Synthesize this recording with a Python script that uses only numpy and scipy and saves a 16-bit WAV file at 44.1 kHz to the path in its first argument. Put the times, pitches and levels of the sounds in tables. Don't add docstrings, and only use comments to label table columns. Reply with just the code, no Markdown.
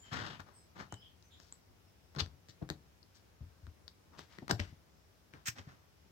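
import sys
import numpy as np
from scipy import signal
from scipy.fft import rfft, irfft, next_fast_len
from scipy.io import wavfile
from scipy.ndimage import uniform_filter1d

SR = 44100
rng = np.random.default_rng(int(sys.argv[2]) if len(sys.argv) > 2 else 0)


def waveform_to_disk(signal):
    frames = np.transpose(np.atleast_2d(signal))
    scaled = np.clip(frames, -1, 1) * 32767
    samples = np.round(scaled).astype(np.int16)
    wavfile.write(sys.argv[1], SR, samples)


N = 269539

# (start [s], pitch [Hz], bandwidth [Hz], level [dB], length [s])
SQUEAK_EVENTS = [(-.045, 7170, 210, -61, 0.17), (0.01, 3130, 110, -63.5, .22),
                 (0.527, 8160, 330, -64.5, .15), (0.536, 5170, 199.2, -73.5, 0.18),
                 (0.891, 3010, 200, -62.5, 0.16), (0.944, 5110, 270, -72, .19),
                 (0.999, 3230, 345, -61, 0.16), (1.217, 6070, 300, -73, 0.12),
                 (1.296, 3560, 660, -64.5, 0.15), (1.298, 7140, 70, -76, 0.15), (1.823, 5260, 70, -80, .19)]
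# (frequency [Hz], relative level [dB])
AIR_SPECTRUM = [(25, -40), (37, -17.5), (86, -1), (123, -19), (161, -7), (200, -15.5), (316, -16.5),
                (604, -20), (750, -21.5), (4450, -30.5), (5370, -28.5), (8050, -37), (15800, -40)]
# (frequency [Hz], left-right correlation [0..1])
AIR_CORRELATION = [(60, 0.74), (240, 0.39), (950, 0), (3770, 0), (15000, 0.0)]
# (frequency [Hz], left minus right [dB])
AIR_BALANCE = [(300, 3), (12000, 0.5)]
# (peak time [s], level [dB], length [s], ring [Hz])
BRUSH_EVENTS = [(0.075, -64, 0.15, 2480), (0.132, -45.5, 0.012, 3060), (0.265, -58, 0.02, 3220),
                (0.4, -47, 0.017, 1460), (0.482, -59.5, 0.079, 1270), (0.769, -50.5, 0.038, 1350),
                (0.801, -44.5, 0.036, 1580), (1.424, -67, 0.13, 5560), (2.172, -51, 0.063, 1350),
                (2.494, -55.5, 0.02, 4870), (3.157, -64.5, 0.036, 5700), (4.145, -60.5, 0.077, 1070),
                (4.193, -53.5, 0.045, 3160), (4.331, -62, 0.093, 2600), (4.609, -49.5, 0.068, 2670),
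                (5.35, -57.5, 0.062, 1470), (5.574, -55, 0.065, 2030), (5.587, -52.5, 0.02, 2600),
                (5.695, -58.5, 0.086, 1560)]
# (level [dB], fade [dB/s], ring [Hz], ring gain [dB], tilt [dB/octave])
DRAG_BANDS = [(-42, 105, 1650, 8.5, -2.5), (-53.5, 4, 3250, 12, -2.5)]
# (frequency [Hz], relative level [dB])
RUB_SPECTRUM = [(45, -6.5), (110, 6), (200, 1.5), (450, -5), (900, -1.5), (1800, -1), (2450, -7.5),
                (3300, -6.5), (5500, -6), (8000, -15.5), (10700, -38), (13000, -27), (16000, -31.5)]
# (time [s], level [dB], floor pitch [Hz], hardness [dB], knock [Hz])
LANDINGS = [(0.118, -41, 136, -22, 300), (0.393, -51, 83, -6, 250), (0.926, -43.5, 104, -0.5, 294),
            (2.163, -37.5, 139, -8.5, 275), (2.177, -38.5, 144, -8, 363), (2.211, -31.5, 86.8, -11, 224),
            (2.487, -54.5, 116, -2.5, 313), (2.622, -36.5, 147, -0.5, 314), (2.702, -35.5, 146, -1, 310),
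            (3.407, -39.5, 98.3, -17, 225), (3.421, -39.5, 87, -27, 190), (3.627, -45.5, 76, -19, 223),
            (3.669, -42.5, 82, -11.5, 225), (4.187, -49.5, 155, -7, 370), (4.383, -45.5, 185, -4.5, 340),
            (4.421, -42, 136, 1, 249), (4.497, -37.5, 131, 1, 379), (4.517, -31, 167, -3, 290),
            (4.529, -31.5, 109.4, -12, 213), (4.594, -30, 90.5, -1.5, 218), (4.725, -48.5, 145, -6, 221),
            (5.335, -53, 143, 1.5, 312), (5.482, -42, 122, -16, 370), (5.588, -45.5, 93, -4, 276),
            (5.669, -45, 138, -10, 284)]
# (frequency [Hz], relative level [dB], t60 [s])
FLOOR_RING = [(87, 0, .3), (225, -5, .25), (308, -5, .25)]
# (frequency [Hz], relative level [dB])
PAD_SPECTRUM = [(40, -15), (120, -8), (310, 3), (480, -12), (800, 0), (1500, -30), (16000, -69)]
# (time [s], level [dB], ring [Hz], ring gain [dB], ring width [octaves])
TICK_EVENTS = [(0.265, -43, 3600, 13, .6), (0.403, -42, 1430, -2, .4), (0.8023, -39, 1500, 16, 1),
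               (0.9241, -32, 910, 19.5, 0.96), (0.924, -39.5, 7600, 14, 0.25),
               (0.941, -41.5, 7400, 13, 0.15), (1.225, -54.5, 5000, 20, 0.67),
               (1.400, -47.5, 5770, 8, 0.22), (1.524, -37.5, 7640, 30, 0.13), (2.15, -46, 5460, -6, .3),
               (2.162, -44, 4470, 11, 0.27), (2.2608, -45.5, 4500, 4, .5), (2.486, -48, 4850, 6, .3),
               (2.69, -38.5, 1700, 6, 0.22), (2.7009, -27, 4070, 3, 0.48), (3.029, -51.5, 4640, 34, 0.27),
               (3.668, -50, 1440, 13, 0.3), (3.8796, -41.5, 4520, 15, 0.28), (4.192, -36, 1270, 9, 0.19),
               (4.386, -40, 2090, 11, 0.34), (4.4807, -35, 1500, 8, .4), (4.497, -28, 900, 16, 0.51),
               (4.5097, -20, 1564, 14.5, 0.16), (4.5108, -20, 5730, 11.5, 0.17),
               (4.5135, -23.5, 1630, -17, 0.58), (4.5951, -34.5, 2370, 23, 0.28),
               (4.599, -34, 2330, 33, 0.17), (5.337, -42, 2060, 15.5, 0.63)]
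# (frequency [Hz], relative level [dB])
SNAP_SPECTRUM = [(60, -12.5), (250, 3.5), (500, -4), (1000, -4.5), (1900, -5.5), (2700, -14.5),
                 (3800, -9.5), (6000, -13.5), (8500, -17), (10700, -42), (13000, -24), (16000, -31)]
# (start [s], level [dB], length [s], ring [Hz], tilt [dB/octave])
RIP_EVENTS = [(2.184, -30.5, 0.022, 4250, 0.1), (2.612, -35.5, 0.01, 730, -13),
              (4.491, -33, 0.013, 850, -1), (4.508, -26, 0.0023, 5600, 6), (4.5935, -35, 0.0068, 2400, 0.5),
              (5.455, -32.5, 0.033, 2100, 5.5), (5.456, -38.5, 0.035, 6640, 10.5)]
# (time [s], left lead [ms], left minus right [dB])
PLAY_BEARING = [(.9, -0.29, 1), (2.2, -0.31, 4), (2.7, -0.22, 0), (3.9, 0.048, 7.5), (4.2, -0.035, -1.5),
                (4.5, 0.337, 0), (5.35, 0.354, -2), (5.45, -0.33, -6.5)]
# (frequency [Hz], left minus right [dB])
MIC_SHADE = [(250, -1.5), (700, 7.5), (1400, 9.5), (2700, 7), (4500, 10), (7500, 0), (14000, 7.5)]
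# (frequency [Hz], t60 [s])
ROOM_T60 = [(100, 0.47), (1000, 0.13), (5000, 0.14), (16000, 0.17)]
SIDES = np.array([[.5], [-.5]])


def amp(db):
    return 10 ** (np.asarray(db) / 20)


def unit_rms(x):
    return x / np.sqrt(np.mean(x ** 2) + 1e-20)


def lookup(points, hz):
    f, value = np.transpose(points)
    return np.interp(np.log(hz + 1), np.log(f + 1), value)


def add(mix, time_s, sound):
    start = round(time_s * SR)
    sound = sound[:, max(-start, 0):]
    part = mix[:, max(start, 0):][:, :sound.shape[1]]
    part += sound[:, :part.shape[1]]


def impulse(colour_db, size=2048):
    hz = abs(np.fft.fftfreq(size, 1 / SR))
    log_gain = np.log(amp(np.maximum(colour_db(hz), -100)))
    response = np.fft.ifft(np.exp(np.conj(signal.hilbert(log_gain)))).real[:size // 2]
    return response / np.linalg.norm(response)


def bump(hz, centre_hz, octaves):
    return np.exp(-.5 * (np.log2((hz + 1) / centre_hz) / octaves) ** 2)


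def placed(x, time_s):
    times_s, leads_ms, pans_db = np.transpose(PLAY_BEARING)
    lead_ms, pan_db = np.interp(time_s, times_s, leads_ms), np.interp(time_s, times_s, pans_db)
    x = np.pad(x, ((0, 0), (16, 128)))
    size = next_fast_len(x.shape[1])
    hz = np.fft.rfftfreq(size, 1 / SR)
    delay_s = np.maximum(-2 * SIDES * lead_ms, 0) / 1000
    gain = amp(SIDES * (pan_db + lookup(MIC_SHADE, hz)))
    return irfft(rfft(x, size) * np.exp(-2j * np.pi * hz * delay_s) * gain, size)


def squeaks(sag=0.022, peak_at=0.29, pure_width_hz=45):
    out = np.zeros((2, N))
    for start_s, hz, width_hz, db, length_s in SQUEAK_EVENTS:
        progress = np.arange(0, length_s, 1 / SR) / length_s
        noise = rng.standard_normal((2, SR)) + 1j * rng.standard_normal((2, SR))
        lowpass = signal.butter(2, width_hz / 2, fs=SR, output="sos")
        fuzz = signal.sosfilt(lowpass, noise)[:, -len(progress):]
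        pitch_hz = hz * (1 + sag * (peak_at - progress))
        carrier = np.exp(2j * np.pi * np.cumsum(pitch_hz) / SR)
        tone = unit_rms(((fuzz / fuzz.std() + pure_width_hz / width_hz) * carrier).real)
        swell = (progress / peak_at * np.exp(1 - progress / peak_at)) ** 2
        add(out, start_s, amp(db) * tone * swell)
    return out


def air(level_db=-66.5, waver_db=-0.82, top_db=3, top_hz=14500):
    frames, hz = N // 512 + 5, np.fft.rfftfreq(2048, 1 / SR)
    left_re, left_im, own_re, own_im, waver = rng.standard_normal((frames, len(hz), 5)).T
    waver = unit_rms(uniform_filter1d(uniform_filter1d(waver, size=60, axis=0), size=10, axis=1))
    correlation = lookup(AIR_CORRELATION, hz)[:, None]
    left = left_re + 1j * left_im
    right = correlation * left + np.sqrt(1 - correlation ** 2) * (own_re + 1j * own_im)
    colour_db = lookup(AIR_SPECTRUM, hz) + top_db * bump(hz, top_hz, octaves=.25)
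    stereo_db = colour_db + SIDES * lookup(AIR_BALANCE, hz)
    spectra = np.array([left, right]) * amp(stereo_db[:, :, None] + waver_db * waver)
    sound = signal.istft(spectra, nperseg=2048, noverlap=1536)[1][:, :N]
    return amp(level_db) * sound / sound.mean(0).std()


def brushes(ring_db=5, rise_share=0.28, neutral_hz=2600, scuff_db=-9, scuff_s=0.019, scuff_hz=650):
    scuffs = [(time_s + rise_share * scuff_s, db + hardness_db + scuff_db, scuff_s, scuff_hz)
              for time_s, db, _, hardness_db, _ in LANDINGS]
    for peak_s, db, length_s, ring_hz in BRUSH_EVENTS + scuffs:
        rise_s, fall_s = rise_share * length_s, (1 - rise_share) * length_s
        t = np.arange(-3 * rise_s, 6 * fall_s, 1 / SR)
        envelope = amp(db) * np.exp(-np.where(t < 0, (t / rise_s) ** 2, t / fall_s))
        tilt_db_oct = 3.5 * np.log2(ring_hz / neutral_hz)
        yield peak_s + t[0], envelope, ring_hz, ring_db, tilt_db_oct


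def drag(start_s=0.11, length_s=0.24, attack_s=0.015, hold_s=0.065, release_s=0.028):
    t = np.arange(0, length_s + 6 * release_s, 1 / SR)
    contact = (1 - np.exp(-t / attack_s)) * np.exp(-np.maximum(t - length_s, 0) / release_s)
    for db, fade_db_per_s, ring_hz, ring_db, tilt_db_oct in DRAG_BANDS:
        envelope = contact * amp(db - fade_db_per_s * np.maximum(t - hold_s, 0))
        yield start_s, envelope, ring_hz, ring_db, tilt_db_oct


def scrapes(strokes, gain_db=-1, slips_per_s=10000, spread_db=2, ring_octaves=0.4, slack_ratio=0.82):
    out = np.zeros((2, N))
    slips = (rng.random((3, N)) < slips_per_s / SR) * rng.standard_normal((3, N))
    slips = unit_rms(slips * amp(spread_db * np.minimum(rng.exponential(1, (3, N)), 4)))
    clumps_db = 3 * np.tanh(unit_rms(uniform_filter1d(rng.standard_normal(N), size=130)))
    slips = unit_rms((slips[0] + slips[1:]) * amp(clumps_db))
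    for start_s, envelope, pressed_hz, ring_db, tilt_db_oct in strokes:
        span = (round(start_s * SR) + np.arange(len(envelope))) % N
        pressure = envelope / envelope.max()
        sound = 0
        for share, ring_hz in ((1 - pressure, slack_ratio * pressed_hz), (pressure, pressed_hz)):
            cloth = impulse(lambda f: lookup(RUB_SPECTRUM, f)
                            + ring_db * bump(f, ring_hz, ring_octaves)
                            + tilt_db_oct * np.log2(np.maximum(f / 300, 1)))
            sound = sound + signal.fftconvolve(slips[:, span] * envelope * share, cloth[None], axes=1)
        add(out, start_s, placed(amp(gain_db) * sound, start_s))
    return out


def thumps(rise_cycles=0.23, fall_cycles=1.63, ring_db=-23, slap_db=-17, slap_fall_s=0.014,
           knock_db=2, knock_fall_s=0.0092, pan_db=5):
    out, t = np.zeros((2, N)), np.arange(SR // 2) / SR
    pad = impulse(lambda f: lookup(PAD_SPECTRUM, f))
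    for time_s, db, hz, hardness_db, knock_hz in LANDINGS:
        onset = 1 - np.exp(-(t * hz / rise_cycles) ** 2)
        swing = onset * np.exp(-t * hz / fall_cycles) * np.sin(2 * np.pi * hz * t)
        knock = onset * np.exp(-t / knock_fall_s) * np.sin(2 * np.pi * knock_hz * t)
        ring = 0
        for mode_hz, mode_db, t60_s in FLOOR_RING:
            mode = np.sin(2 * np.pi * mode_hz * rng.uniform(0.96, 1.03) * t) * rng.choice([-1, 1])
            ring = ring + onset * amp(mode_db - 60 * t / t60_s) * mode
        slap = signal.fftconvolve(rng.standard_normal(len(t)) * np.exp(-t / slap_fall_s), pad)[:len(t)]
        impact = amp(slap_db) * slap + amp(knock_db) * knock
        sound = swing / abs(swing).max() + amp(ring_db) * ring + amp(hardness_db) * impact
        add(out, time_s, amp(db + SIDES * pan_db) * sound)
    return out


def ticks(gain_db=12, crackle_db=-19, crackle_fall_s=0.0017):
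    out, t = np.zeros((2, N)), np.arange(1024) / SR
    for time_s, db, ring_hz, ring_db, ring_octaves in TICK_EVENTS:
        snap = impulse(lambda f: lookup(SNAP_SPECTRUM, f) + ring_db * bump(f, ring_hz, ring_octaves))
        crackle = amp(crackle_db) * rng.standard_normal((2, len(t))) * np.exp(-t / crackle_fall_s)
        sound = signal.fftconvolve((t == 0) + crackle, snap[None], axes=1)
        add(out, time_s, placed(amp(db + gain_db) * sound, time_s))
    return out


def rips(ring_db=12.5, attack_s=0.0025, swell_db=9.5, release_share=0.21):
    for start_s, db, length_s, ring_hz, tilt_db_oct in RIP_EVENTS:
        t = np.arange(0, 3 * length_s, 1 / SR)
        pull = (1 - np.exp(-t / attack_s)) * amp(db + swell_db * np.minimum(t / length_s - 1, 0))
        release = np.exp(-np.maximum(t / length_s - 1, 0) / release_share)
        yield start_s, pull * release, ring_hz, ring_db, tilt_db_oct


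def room(x, first_echo_s=.006, early_db=9, early_fall_s=0.0038, echoes_per_s=4000, right_db=-4.5):
    t = np.arange(SR // 2) / SR
    taps = rng.standard_normal((2, len(t))) * (rng.random((2, len(t))) < echoes_per_s / SR)
    taps *= (t > first_echo_s) * (1 + amp(early_db) * np.exp(-t / early_fall_s))
    lowpass = signal.butter(2, 600, fs=SR, output="sos")
    taps[1] += signal.sosfiltfilt(lowpass, taps[0] - taps[1])
    hz, frame_s, spectra = signal.stft(taps, SR, nperseg=256)
    decay = amp(-60 * frame_s / lookup(ROOM_T60, hz)[:, None])
    tail = signal.istft(spectra * decay, SR, nperseg=256)[1]
    tail /= np.linalg.norm(tail, axis=1, keepdims=True)
    return signal.fftconvolve(x[:1], tail, axes=1)[:, :N] * amp([[0], [right_db]])


def scene(contact_wet_db=-11, thump_wet_db=-16):
    contact = ticks() + scrapes([*drag(), *brushes(), *rips()]) + squeaks()
    paws = thumps()
    echoes = room(amp(contact_wet_db) * contact + amp(thump_wet_db) * paws)
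    return contact + paws + echoes + air()


def record(dry, low_cut_hz=46, high_cut_hz=16000):
    thinned = signal.sosfilt(signal.butter(7, low_cut_hz, "high", fs=SR, output="sos"), dry)
    lowpass = signal.firwin(511, high_cut_hz, window=("kaiser", 9), fs=SR)
    return signal.oaconvolve(thinned, lowpass[None], "same")


dry = scene()
out = record(dry)
waveform_to_disk(out)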